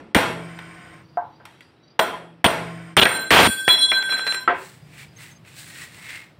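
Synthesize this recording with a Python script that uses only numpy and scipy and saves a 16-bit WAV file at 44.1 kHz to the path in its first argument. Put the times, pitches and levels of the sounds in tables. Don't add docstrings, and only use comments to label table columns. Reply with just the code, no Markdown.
import sys
import numpy as np
from scipy import signal
from scipy.fft import rfft, irfft, next_fast_len
from scipy.io import wavfile
from scipy.ndimage import uniform_filter1d, minimum_filter1d

SR = 44100
rng = np.random.default_rng(int(sys.argv[2]) if len(sys.argv) > 2 else 0)


def transcribe(u):
    v = np.clip(np.atleast_2d(u).T, -1, 1)
    q = np.round(v * 32767).astype(np.int16)
    wavfile.write(sys.argv[1], SR, q)


def volts_from_decibels(level):
    exponent = np.asarray(level, float) / 20
    return 10 ** exponent


N = 282180
T = np.arange(N) / SR
BANDS_HZ = 50 * 2 ** np.arange(0, 8.4, 1 / 3)


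def on_bands(hz, values):
    return np.interp(np.log(BANDS_HZ), np.log(hz), values)


def unit(x):
    return x / np.sqrt(np.mean(x ** 2, axis=-1, keepdims=True))


def split(x):
    size = next_fast_len(N)
    octave = np.log2(np.fft.rfftfreq(size, 1 / SR) + 1e-9)
    away = np.clip(3 * (octave - np.log2(BANDS_HZ)[:, None]), -1, 1)
    return irfft(rfft(x, size) * np.cos(np.pi / 2 * away) ** 2, size)[:, :N]


def clicks(times, sizes):
    x = np.zeros(N)
    np.add.at(x, (np.asarray(times) * SR).astype(int), sizes)
    return x


def ring(x, hz, t60, rise_s):
    turn = np.exp(2j * np.pi * hz / SR) if hz else 1
    rise = np.exp(-1 / (rise_s * SR + 1e-3))
    fall = np.exp(-np.log(1000) / max(t60, .002) / SR)
    return signal.lfilter([1 - rise], np.poly([turn * rise, turn * fall]), x)


def walk(rate):
    k = int(SR / rate)
    return unit(uniform_filter1d(np.repeat(rng.standard_normal(N // k + 1), k), k)[:N])


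def struck(modes, times, db, scatter_db, waver_db):
    share_db = scatter_db * rng.standard_normal((len(times), len(modes)))
    out = 0
    for k, (hz, t60) in enumerate(modes):
        jolts = clicks(times, volts_from_decibels(db[:, k] + share_db[:, k]))
        out = out + volts_from_decibels(waver_db * walk(50)) * ring(jolts, hz, t60, .5 / hz).imag
    return out


# frequency in Hz, relative level in dB per Hz.
SHED_AIR = [(18, -60), (30, -38), (112, -8), (149, -20), (227, 5.5), (345, 7), (404, 2), (3490, -13.5),
            (4650, -21), (5170, -20), (5900, -28), (6380, -85), (16000, -67)]
SHED_DB = -58.5
# time in seconds, level in dB.
RUMBLE = [(0, -78), (1, -53), (2, -64.5), (4.4, -59.5), (4.8, -49), (5.6, -51), (6.4, -55.5)]


def shed(noise):
    air_db = on_bands(*np.transpose(SHED_AIR)) + 10 * np.log10(BANDS_HZ)
    air = unit(sum(volts_from_decibels(db + walk(4.4)) * band for db, band in zip(air_db, noise)))
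    rumble = unit(volts_from_decibels(on_bands([49.6, 112.3, 160, 282], [-21, 1.0, 3.5, -26])) @ noise)
    return volts_from_decibels(SHED_DB) * air + volts_from_decibels(np.interp(T, *np.transpose(RUMBLE))) * rumble


# first start in seconds, length in seconds, level in dB.
CHIRPS = [(1.075, 0.12, -66.5), (1.03, 0.14, -69), (1.22, .18, -70), (1.02, .13, -77), (4.812, .07, -66),
          (5.161, 0.019, -50.5), (5.296, .093, -58)]
CHIRP_HZ = [4850, 4560, 3900, 5800, 4880, 6370, 6360]
CHIRP_COUNT = [4, 4, 3, 4, 3, 1, 1]
CHIRP_EVERY_S = 0.263


def chirps():
    out, trill, wobble = np.zeros(N), volts_from_decibels(4.6 * walk(90)), walk(120)
    for (first, length, db), hz, count in zip(CHIRPS, CHIRP_HZ, CHIRP_COUNT):
        for s in first + CHIRP_EVERY_S * np.arange(count):
            on = (T > s) & (T < s + length)
            note = np.sin(2 * np.pi * hz * T[on] + wobble[on])
            out[on] += volts_from_decibels(db) * note * trill[on] * signal.windows.tukey(on.sum(), .4)
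    return out


# frequency in Hz, relative level in dB per Hz.
DUST = [(4000, 7.5), (6000, -0.5), (8500, 10), (10500, -2.5), (13500, -5), (15500, 0.5)]
# time of the peak in seconds, level in dB, rise and fall in seconds
# to 20 dB below the peak, dust in dB over the level, pitch of the cupped palm in Hz.
STROKES = [(4.638, -48, 0.11, 0.16, 0, 1800), (5.021, -41, 0.13, 0.071, -8.5, 2300),
           (5.225, -41, 0.073, .12, -6, 2000), (5.479, -49.5, 0.028, 0.17, -7, 2550),
           (5.59, -48, 0.049, 0.17, 3.5, 1650), (5.83, -38, 0.2, 0.1, -7, 1900),
           (5.958, -49.5, 0.055, 0.21, -4.5, 2000), (6.12, -32, 0.13, .14, -13.5, 2130)]
PALM_HZ = 2194
STROKE_ROUND = 1.4
CUP_DB, CUP_T60_S = -6, 0.034


def brushing(noise):
    dust_db = on_bands(*np.transpose([(2500, -10.5)] + DUST)) + 10 * np.log10(BANDS_HZ / 8500)
    dust, white = unit(volts_from_decibels(dust_db) @ noise), rng.standard_normal(N)
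    octaves_away = np.abs(np.log2(BANDS_HZ / PALM_HZ))
    hump = volts_from_decibels(-7.0 - 20.0 * octaves_away - 1.8 * np.minimum(octaves_away / 2.2, 1)) @ noise
    out = 0
    for s, db, rise_s, fall_s, dust_over_db, hz in STROKES:
        progress = np.where(T < s, (s - T) / rise_s, (T - s) / fall_s)
        stroke_db = db - 20 * progress ** STROKE_ROUND
        cup = volts_from_decibels(CUP_DB) * unit(ring(white, hz, CUP_T60_S, 0).imag)
        out = out + volts_from_decibels(stroke_db) * (hump + cup + volts_from_decibels(dust_over_db) * dust)
    return out * volts_from_decibels(walk(40) + 1.37 * walk(400))


# start in seconds, level in dB, tilt in dB per octave away from the centre,
# tail in dB over the level.
KNOCKS = [(1.172, -18.5, -16.5, -10.5), (1.401, -45.5, -1, -13), (4.477, -14, 4.5, -13.5)]
# frequency in Hz, level in dB over the knock, T60 in seconds.
HANDLE_MODES = [(380, -20, 0.51), (536, -16, 0.43), (708, -2.5, 0.18), (882, -13, 0.4), (960, -11, 0.18),
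                (1022, -9.5, 0.31), (1330, 5, 0.04), (1556, -4, 0.21), (1910, -11, 0.16), (2250, -21, 0.25)]
HANDLE_CENTRE_HZ = 787


def handle(noise):
    s, db, tilt_db, tail_db = np.transpose(KNOCKS)
    hz, mode_db, t60 = np.transpose(HANDLE_MODES)
    tilted_db = np.outer(tilt_db, np.abs(np.log2(hz / HANDLE_CENTRE_HZ)))
    modes = struck(list(zip(hz, t60)), s, db[:, None] + mode_db + tilted_db, scatter_db=4.0, waver_db=4.0)
    dull_db = on_bands([150, 400, 1000, 1700, 2600, 4500, 9000], [-32, -10.0, 1.5, -3, -11.5, -34, -89])
    octaves_away = np.abs(np.log2(np.clip(BANDS_HZ, 300, 3000) / HANDLE_CENTRE_HZ))
    tail = 0
    for start, level_db, tilt in zip(s, db + tail_db, tilt_db):
        decay = ring(clicks([start], volts_from_decibels(level_db)), 0, 0.35, 0.00023)
        tail = tail + decay * (volts_from_decibels(dull_db + tilt * octaves_away) @ noise)
    return uniform_filter1d(uniform_filter1d(modes, size=3), size=5) + tail


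# start in seconds, end in seconds, dB at the start, dB at the end.
DRAGS = [(0.38, 1.001, -45, -51), (2.59, 2.953, -40, -52.5)]
# frequency in Hz, width in Hz, relative level in dB per Hz of width.
DRAG_MODES = [(726, 19.5, -1), (1062, 11, 4.5), (1380, 44, -8), (1500, 10, 3.5), (2310, 33, -2.5),
              (3075, 70, -11.5), (3640, 84, -20), (4920, 79, -16), (5500, 24, -18), (6800, 63, -24),
              (7200, 50, -19.5), (8100, 60, -21), (8500, 116, -14.5), (11700, 54, -28)]


def dragging(noise):
    white = rng.standard_normal(N)
    lines = 0
    for hz, width, db in DRAG_MODES:
        hiss = unit(ring(white, hz, 2.2 / width, 0).imag)
        lines = lines + volts_from_decibels(db) * hiss * np.sqrt(width)
    bed_db = on_bands([300, 800, 2000, 4000, 6000, 8500, 11000, 15000],
                      [-5.5, -4.0, 10.5, -11.5, -9.5, -18.0, -33.5, -34])
    bed = unit(volts_from_decibels(bed_db) @ noise)
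    press = 0
    for start, end, start_db, end_db in DRAGS:
        press = press + volts_from_decibels(np.interp(T, [start, end], [start_db, end_db], -120, -120))
    return uniform_filter1d(press, size=5000) * (bed + volts_from_decibels(-0.5) * unit(lines))


# its modes in Hz, and the two contacts in seconds.
FITTING_HZ = [2530, 4285, 4657, 7066, 7801, 8312, 8549, 9099, 9546, 9990, 11550, 12857, 13170, 13410, 13640,
              14011, 14210, 15217]
FITTING_HITS_S = [3.306, 3.405]
# dB at the first contact, dB at the second, T60 in seconds.
FITTING_MODES = [(-39, -34.5, 0.87), (-45.5, -41, .9), (-47.5, -42.5, .9), (-42, -35, 0.67),
                 (-33.5, -36, 0.65), (-57.5, -40.5, 1.1), (-39.5, -48.5, .5), (-38, -31, 1.31),
                 (-49.5, -30.5, 1), (-59.5, -57, 0.62), (-48, -38, 0.82), (-24, -47, 0.41), (-40, -44, .8),
                 (-39, -39.5, 1), (-46.5, -58, 1), (-58, -33, 0.81), (-48, -57, 0.57), (-28, -37, .8)]


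def fitting():
    first_db, second_db, t60 = np.transpose(FITTING_MODES)
    contact_db = np.array([first_db, second_db])
    return struck(list(zip(FITTING_HZ, t60)), FITTING_HITS_S, contact_db, scatter_db=1, waver_db=5)


# start in seconds, length in seconds, level in dB,
# bass in dB over it before the colour below, 3 kHz clank in dB over it.
BURSTS = [(0.15, 0.019, -7.5, 12, 11), (1.991, 0.011, -16, -12.5, 8.5), (2.443, 0.026, -13, 6, 17),
          (2.971, 0.03, -3.5, -1.5, 13.5), (3.014, 0.025, -7.5, -6, 14.5), (3.308, 0.099, -5.5, -9, 2.5),
          (3.399, 0.079, -12.5, -7, 0.5), (3.47, 0.032, -23, 20, -14)]
BURST_TREBLE_DB = -15


def ragged_bursts():
    ragged_db = 1.13 * rng.exponential(1, N) + 1.15 * walk(150)
    grit = split(rng.standard_normal(N) * volts_from_decibels(ragged_db))
    out = np.zeros(N)
    for s, length, db, bass_db, clank_db in BURSTS:
        i, j = int(s * SR), int((s + length) * SR)
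        colour_db = on_bands([60, 250, 1000, 2200, 3100, 4200, 6500, 15000],
                             [bass_db - 11, bass_db, 0, 0, clank_db, -6, BURST_TREBLE_DB, BURST_TREBLE_DB - 4])
        burst = unit(volts_from_decibels(colour_db) @ unit(grit[:, i:j]))
        out[i:j] += volts_from_decibels(db) * burst * signal.windows.tukey(j - i, .15)
    return out


# frequency in Hz, width in Hz.
TREBLE_HUMPS = [(3300, 67), (5700, 190), (8500, 2400), (11300, 160), (14500, 890)]


def banded(x):
    size = next_fast_len(N)
    f = np.fft.rfftfreq(size, 1 / SR)
    humps = 1 + sum(2.9 / (1 + (2 * (f - hz) / width) ** 2) for hz, width in TREBLE_HUMPS)
    thicket_db = 2.5 * unit(uniform_filter1d(rng.standard_normal(len(f)), int(40 * size / SR)))
    return irfft(rfft(x, size) * humps * volts_from_decibels(thicket_db), size)[:N]


# start in seconds, level in dB, then bass, low mid, treble, top and
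# tail in dB over it.
EARLIER_BLOW = (0, -51.5, 0.5, -6, -23, -36, 7.5)
# start in seconds, 1.2-4 kHz level in dB, 500-1200 Hz in dB over it, tail in dB
# over it, level in dB that the stand's hum gets.
BLOWS = [(0.1474, -4, -8.5, -4, -27), (1.9924, -5, -3.5, -12, -39), (2.4427, -3.5, -8, -7.5, -25.5),
         (2.9676, 1.5, -9, -14, -59)]
BLOW_BASS_DB, BLOW_TREBLE_DB, BLOW_TOP_DB = -19, -20.5, -18.5
# start in seconds, level in dB, treble in dB over it, tail in dB over it.
BOUNCES = [(3.054, 0.5, -33.5, -12.5), (3.3057, -1.5, -23, -5.5), (3.405, -21.5, -8.5, -11.5),
           (3.679, 3, -32, -16.5), (3.9175, -5, -39, -15.5), (4.026, -19.5, -25, -36),
           (4.091, -25, -33, -1), (4.1222, -20.5, -30, -5.5), (4.1685, -36, -25, -6.5),
           (4.192, -20, -22, -25), (4.2661, -15, -24, -21.5), (4.2745, -15.5, -22, -14),
           (4.3229, -16, -18, -23), (4.3444, -18, -18, -39)]
BOUNCE_BASS_DB, BOUNCE_MID_DB = -28, -18
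SOFT_TOP_DB = -9.5
# start in seconds,
# level in dB, 500-1200 Hz in dB over it, treble in dB over it.
TICKS = [(0.5891, -27.5, -18, -25.5), (1.4531, -32.5, -13, -15.5), (1.607, -39, -22, -21),
         (5.4496, -42, -27, -21), (5.978, -48, -1, -23)]
TICK_BASS_DB, TICK_TAIL_DB = -37, -9.5


def all_hits():
    hits = [EARLIER_BLOW]
    for s, db, mid, tail, _ in BLOWS:
        hits.append((s, db, BLOW_BASS_DB, mid, BLOW_TREBLE_DB, BLOW_TOP_DB, tail))
    for s, db, high, tail in BOUNCES:
        hits.append((s, db, BOUNCE_BASS_DB, BOUNCE_MID_DB, high, high + SOFT_TOP_DB, tail))
    for s, db, mid, high in TICKS:
        hits.append((s, db, TICK_BASS_DB, mid, high, high, TICK_TAIL_DB))
    return np.array(hits)


# the frequencies in Hz, and the dB added to every hit at each.
BAND_HZ = [60, 270, 780, 2200, 3600, 6300, 9000, 15000]
HIT_SHAPE_DB = [-24.5, -5, -5, -12, -9, -7.5, -7, -12]


def hit_colour():
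    s, db, low, mid, high, top, tail = all_hits().T
    steps = np.array([low, low, mid, 0 * db, 0.47 * high, high, high, top]).T
    return db[:, None] + np.array([on_bands(BAND_HZ, row + HIT_SHAPE_DB) for row in steps])


# T60 in seconds of the slow tail, at the frequencies above.
TAIL_T60_S = [0.84, 0.72, 0.42, 0.36, 0.38, 0.28, 0.49, 0.1]
CRACK_T60_S, CRACK_DB = .016, 3
FILL_DB, FILL_S = -2, 0.049


def impacts(noise):
    hits = all_hits()
    s, tail_db = hits[:, 0], hits[:, -1]
    out = 0
    for band, hz, db, t60 in zip(noise, BANDS_HZ, hit_colour().T, on_bands(BAND_HZ, TAIL_T60_S)):
        crack = ring(clicks(s, volts_from_decibels(db + CRACK_DB)), 0, CRACK_T60_S, min(0.96 / hz, .001))
        jolts = clicks(s, volts_from_decibels(db + tail_db))
        early = ring(jolts, 0, t60 / 3, min(1 / hz, .004))
        late = volts_from_decibels(FILL_DB) * ring(jolts, 0, t60, FILL_S)
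        out = out + band * (crack + early + late)
    return out


# frequency in Hz, level in dB before a stretch by 1.2, T60 in seconds.
STONE_MODES = [(379, -7, 0.35), (650, -7.5, 0.46), (865, -24, 0.13), (911, -15, 0.46), (1011, -11, 0.51),
               (1350, -10.5, 0.234), (1480, -9, 0.21), (1670, -9.5, 0.19), (1935, -6.5, 0.15),
               (2380, -7.5, 0.13), (3130, -11, 0.44), (3305, -11.5, .45)]
# frequency in Hz, level in dB, T60 in seconds.
STAND_MODES = [(121, -5, 0.69), (168, 0, 1.19), (325, -17.5, 3.94), (652, 1, 0.31)]
HUM_DELAY_S = 0.068


def stone():
    s, colour = all_hits()[:, 0], hit_colour()
    hz, db, t60 = np.transpose(STONE_MODES)
    at_modes = np.array([np.interp(np.log(hz), np.log(BANDS_HZ), row) for row in colour])
    body = struck(list(zip(hz, t60)), s, at_modes + 1.2 * db, scatter_db=3.0, waver_db=5.5)
    blow_s, hum_db = np.array(BLOWS)[:, [0, -1]].T
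    jolts = uniform_filter1d(clicks(blow_s + HUM_DELAY_S, volts_from_decibels(hum_db)), 9)
    hum = sum(volts_from_decibels(mode_db) * ring(jolts, f, decay_s, 0.12).imag for f, mode_db, decay_s in STAND_MODES)
    return body + hum


CHISEL_HZ = [1560, 3344, 3359, 4047, 4063, 4089, 5486, 7461, 8755, 8802, 8842, 10810, 11060, 11110, 11850,
             14535, 14720]
CHISEL_ORDER = [1, 0, 0, 2, 2, 2, 0, 3, 0, 0, 0, 0, 0, 0, 0, 0, 0]
# dB over the blow's treble when gripped, before a 4 dB cut; dB over its family when free;
# dB per second gained as the bounces shrink.
CHISEL_MODES = [(-33, 3, -1), (2, -6, -3.5), (-15.5, -0.5, -1.5), (-4.5, -13, -3), (-4.5, 1.5, 2),
                (-7, -7, -3.5), (-15, -27, 10.5), (-8, -13.5, 3), (-7.5, -9.5, -6.5), (5.5, -6, -0.5),
                (-8.5, -12.5, -6), (-29, -43.5, 6), (-33, -22.5, -1.5), (-13.5, -33.5, 8), (-21, -33, 10.5),
                (-4.5, -10.5, -9), (-10, -27.5, -7)]
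# start in seconds, modes with an order in dB, other
# modes in dB, treble in dB over them, place struck as share of the length, half turns per second.
FLIGHTS = [(2.976, -32, -39, 14, 0.36, 6.8), (3.06, -34.5, -41.5, 10, 0.4, 4),
           (3.311, -28.5, -30, 4, 0.42, 6.6), (3.492, -31.5, -32.5, 0.5, .48, 12),
           (3.68, -18.5, -16.5, -8, 0.18, 9.2), (3.9195, -23.5, -25.5, -9.5, 0.41, 8.8),
           (4.0286, -29, -32, -7, 0.47, 11.4), (4.0927, -26, -33.5, -1.5, 0.41, 12.4),
           (4.191, -30.5, -35, -6.5, 0.43, 16.3), (4.2645, -26.5, -45.5, 6, 0.38, 5.1),
           (4.322, -33, -46.5, 9.5, 0.39, 12)]
GRIP_T60_S = 0.2
REST_S = 4.4
TREBLE_HZ = 5000
NODE_LEAK, SIDE_ON_LEAK = 0.01, 0.39
EDGE_LEAD_RAD = 0.62
LOSS_DB_PER_S_KHZ = 2.5


def chisel():
    grip_db, free_db, gain_db = np.transpose(CHISEL_MODES)
    s, db = np.array(BLOWS)[:, :2].T
    blow_db = (db + BLOW_TREBLE_DB)[:, None] + grip_db - 4
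    out = struck([(f, GRIP_T60_S) for f in CHISEL_HZ], s, blow_db, scatter_db=2, waver_db=4)

    loose_s = FLIGHTS[0][0]
    on = (T >= loose_s) & (T < REST_S + 1 / 4)
    t = T[on]
    flight = np.searchsorted(np.array(FLIGHTS)[:, 0], t, "right") - 1
    start, flat_db, other_db, treble_db, place, spin = np.array(FLIGHTS)[flight].T
    since = t - start
    angle = np.pi * spin * since
    flat_on = SIDE_ON_LEAK + np.abs(np.sin(angle))
    edge_on = SIDE_ON_LEAK + np.abs(np.sin(angle + EDGE_LEAD_RAD))
    for k, (f, order, mode_db, gain) in enumerate(zip(CHISEL_HZ, CHISEL_ORDER, free_db, gain_db)):
        shape = NODE_LEAK + np.abs(np.sin(np.pi * ((order + .5) * place - 1 / 4))) if order else 1
        level_db = (flat_db if order else other_db) + mode_db + gain * (t - loose_s)
        level_db += treble_db * (f > TREBLE_HZ) - LOSS_DB_PER_S_KHZ * f / 1000 * since
        level_db += (1.5 + f / 4000) * walk(50)[on]
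        level_db -= 300 * np.clip(t - REST_S, 0, 1)
        fresh = (-1) ** k * np.exp(-2j * np.pi * f * start)
        facing = flat_on if order else edge_on
        swell = uniform_filter1d(volts_from_decibels(level_db) * shape * facing * fresh, size=150)
        out[on] += np.sqrt(2) * (swell * np.exp(2j * np.pi * f * t)).imag
    return out


def scene():
    struck_noise = unit(split(banded(rng.standard_normal(N))))
    smooth_noise = unit(split(rng.standard_normal(N)))
    background = shed(smooth_noise) + chirps()
    rubbed = brushing(smooth_noise) + dragging(smooth_noise)
    steel = fitting() + ragged_bursts() + chisel()
    hits = handle(struck_noise) + impacts(struck_noise) + stone()
    return (background + rubbed + steel + hits)[None]


def roll_off(x):
    return signal.sosfilt(signal.butter(12, 16750, fs=SR, output="sos"), x)


def record(dry):
    ahead = int(.022 * SR)
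    loud_db = 10 * np.log10(uniform_filter1d(dry[0] ** 2, 130) + 1e-12)
    wanted_db = np.minimum(0, -7.5 - loud_db)
    held_db = minimum_filter1d(wanted_db, ahead, origin=-(ahead // 2))
    ducked = dry * volts_from_decibels(uniform_filter1d(held_db, 150))
    x = ducked / (1 + np.abs(ducked / .97) ** 4) ** (1 / 4)
    x = signal.sosfilt(signal.butter(3, 55, "high", fs=SR, output="sos"), x)
    x = signal.sosfilt(signal.ellip(6, .3, 30, 15700, fs=SR, output="sos"), x)
    return roll_off(x)


dry = scene()
out = record(dry)
transcribe(out)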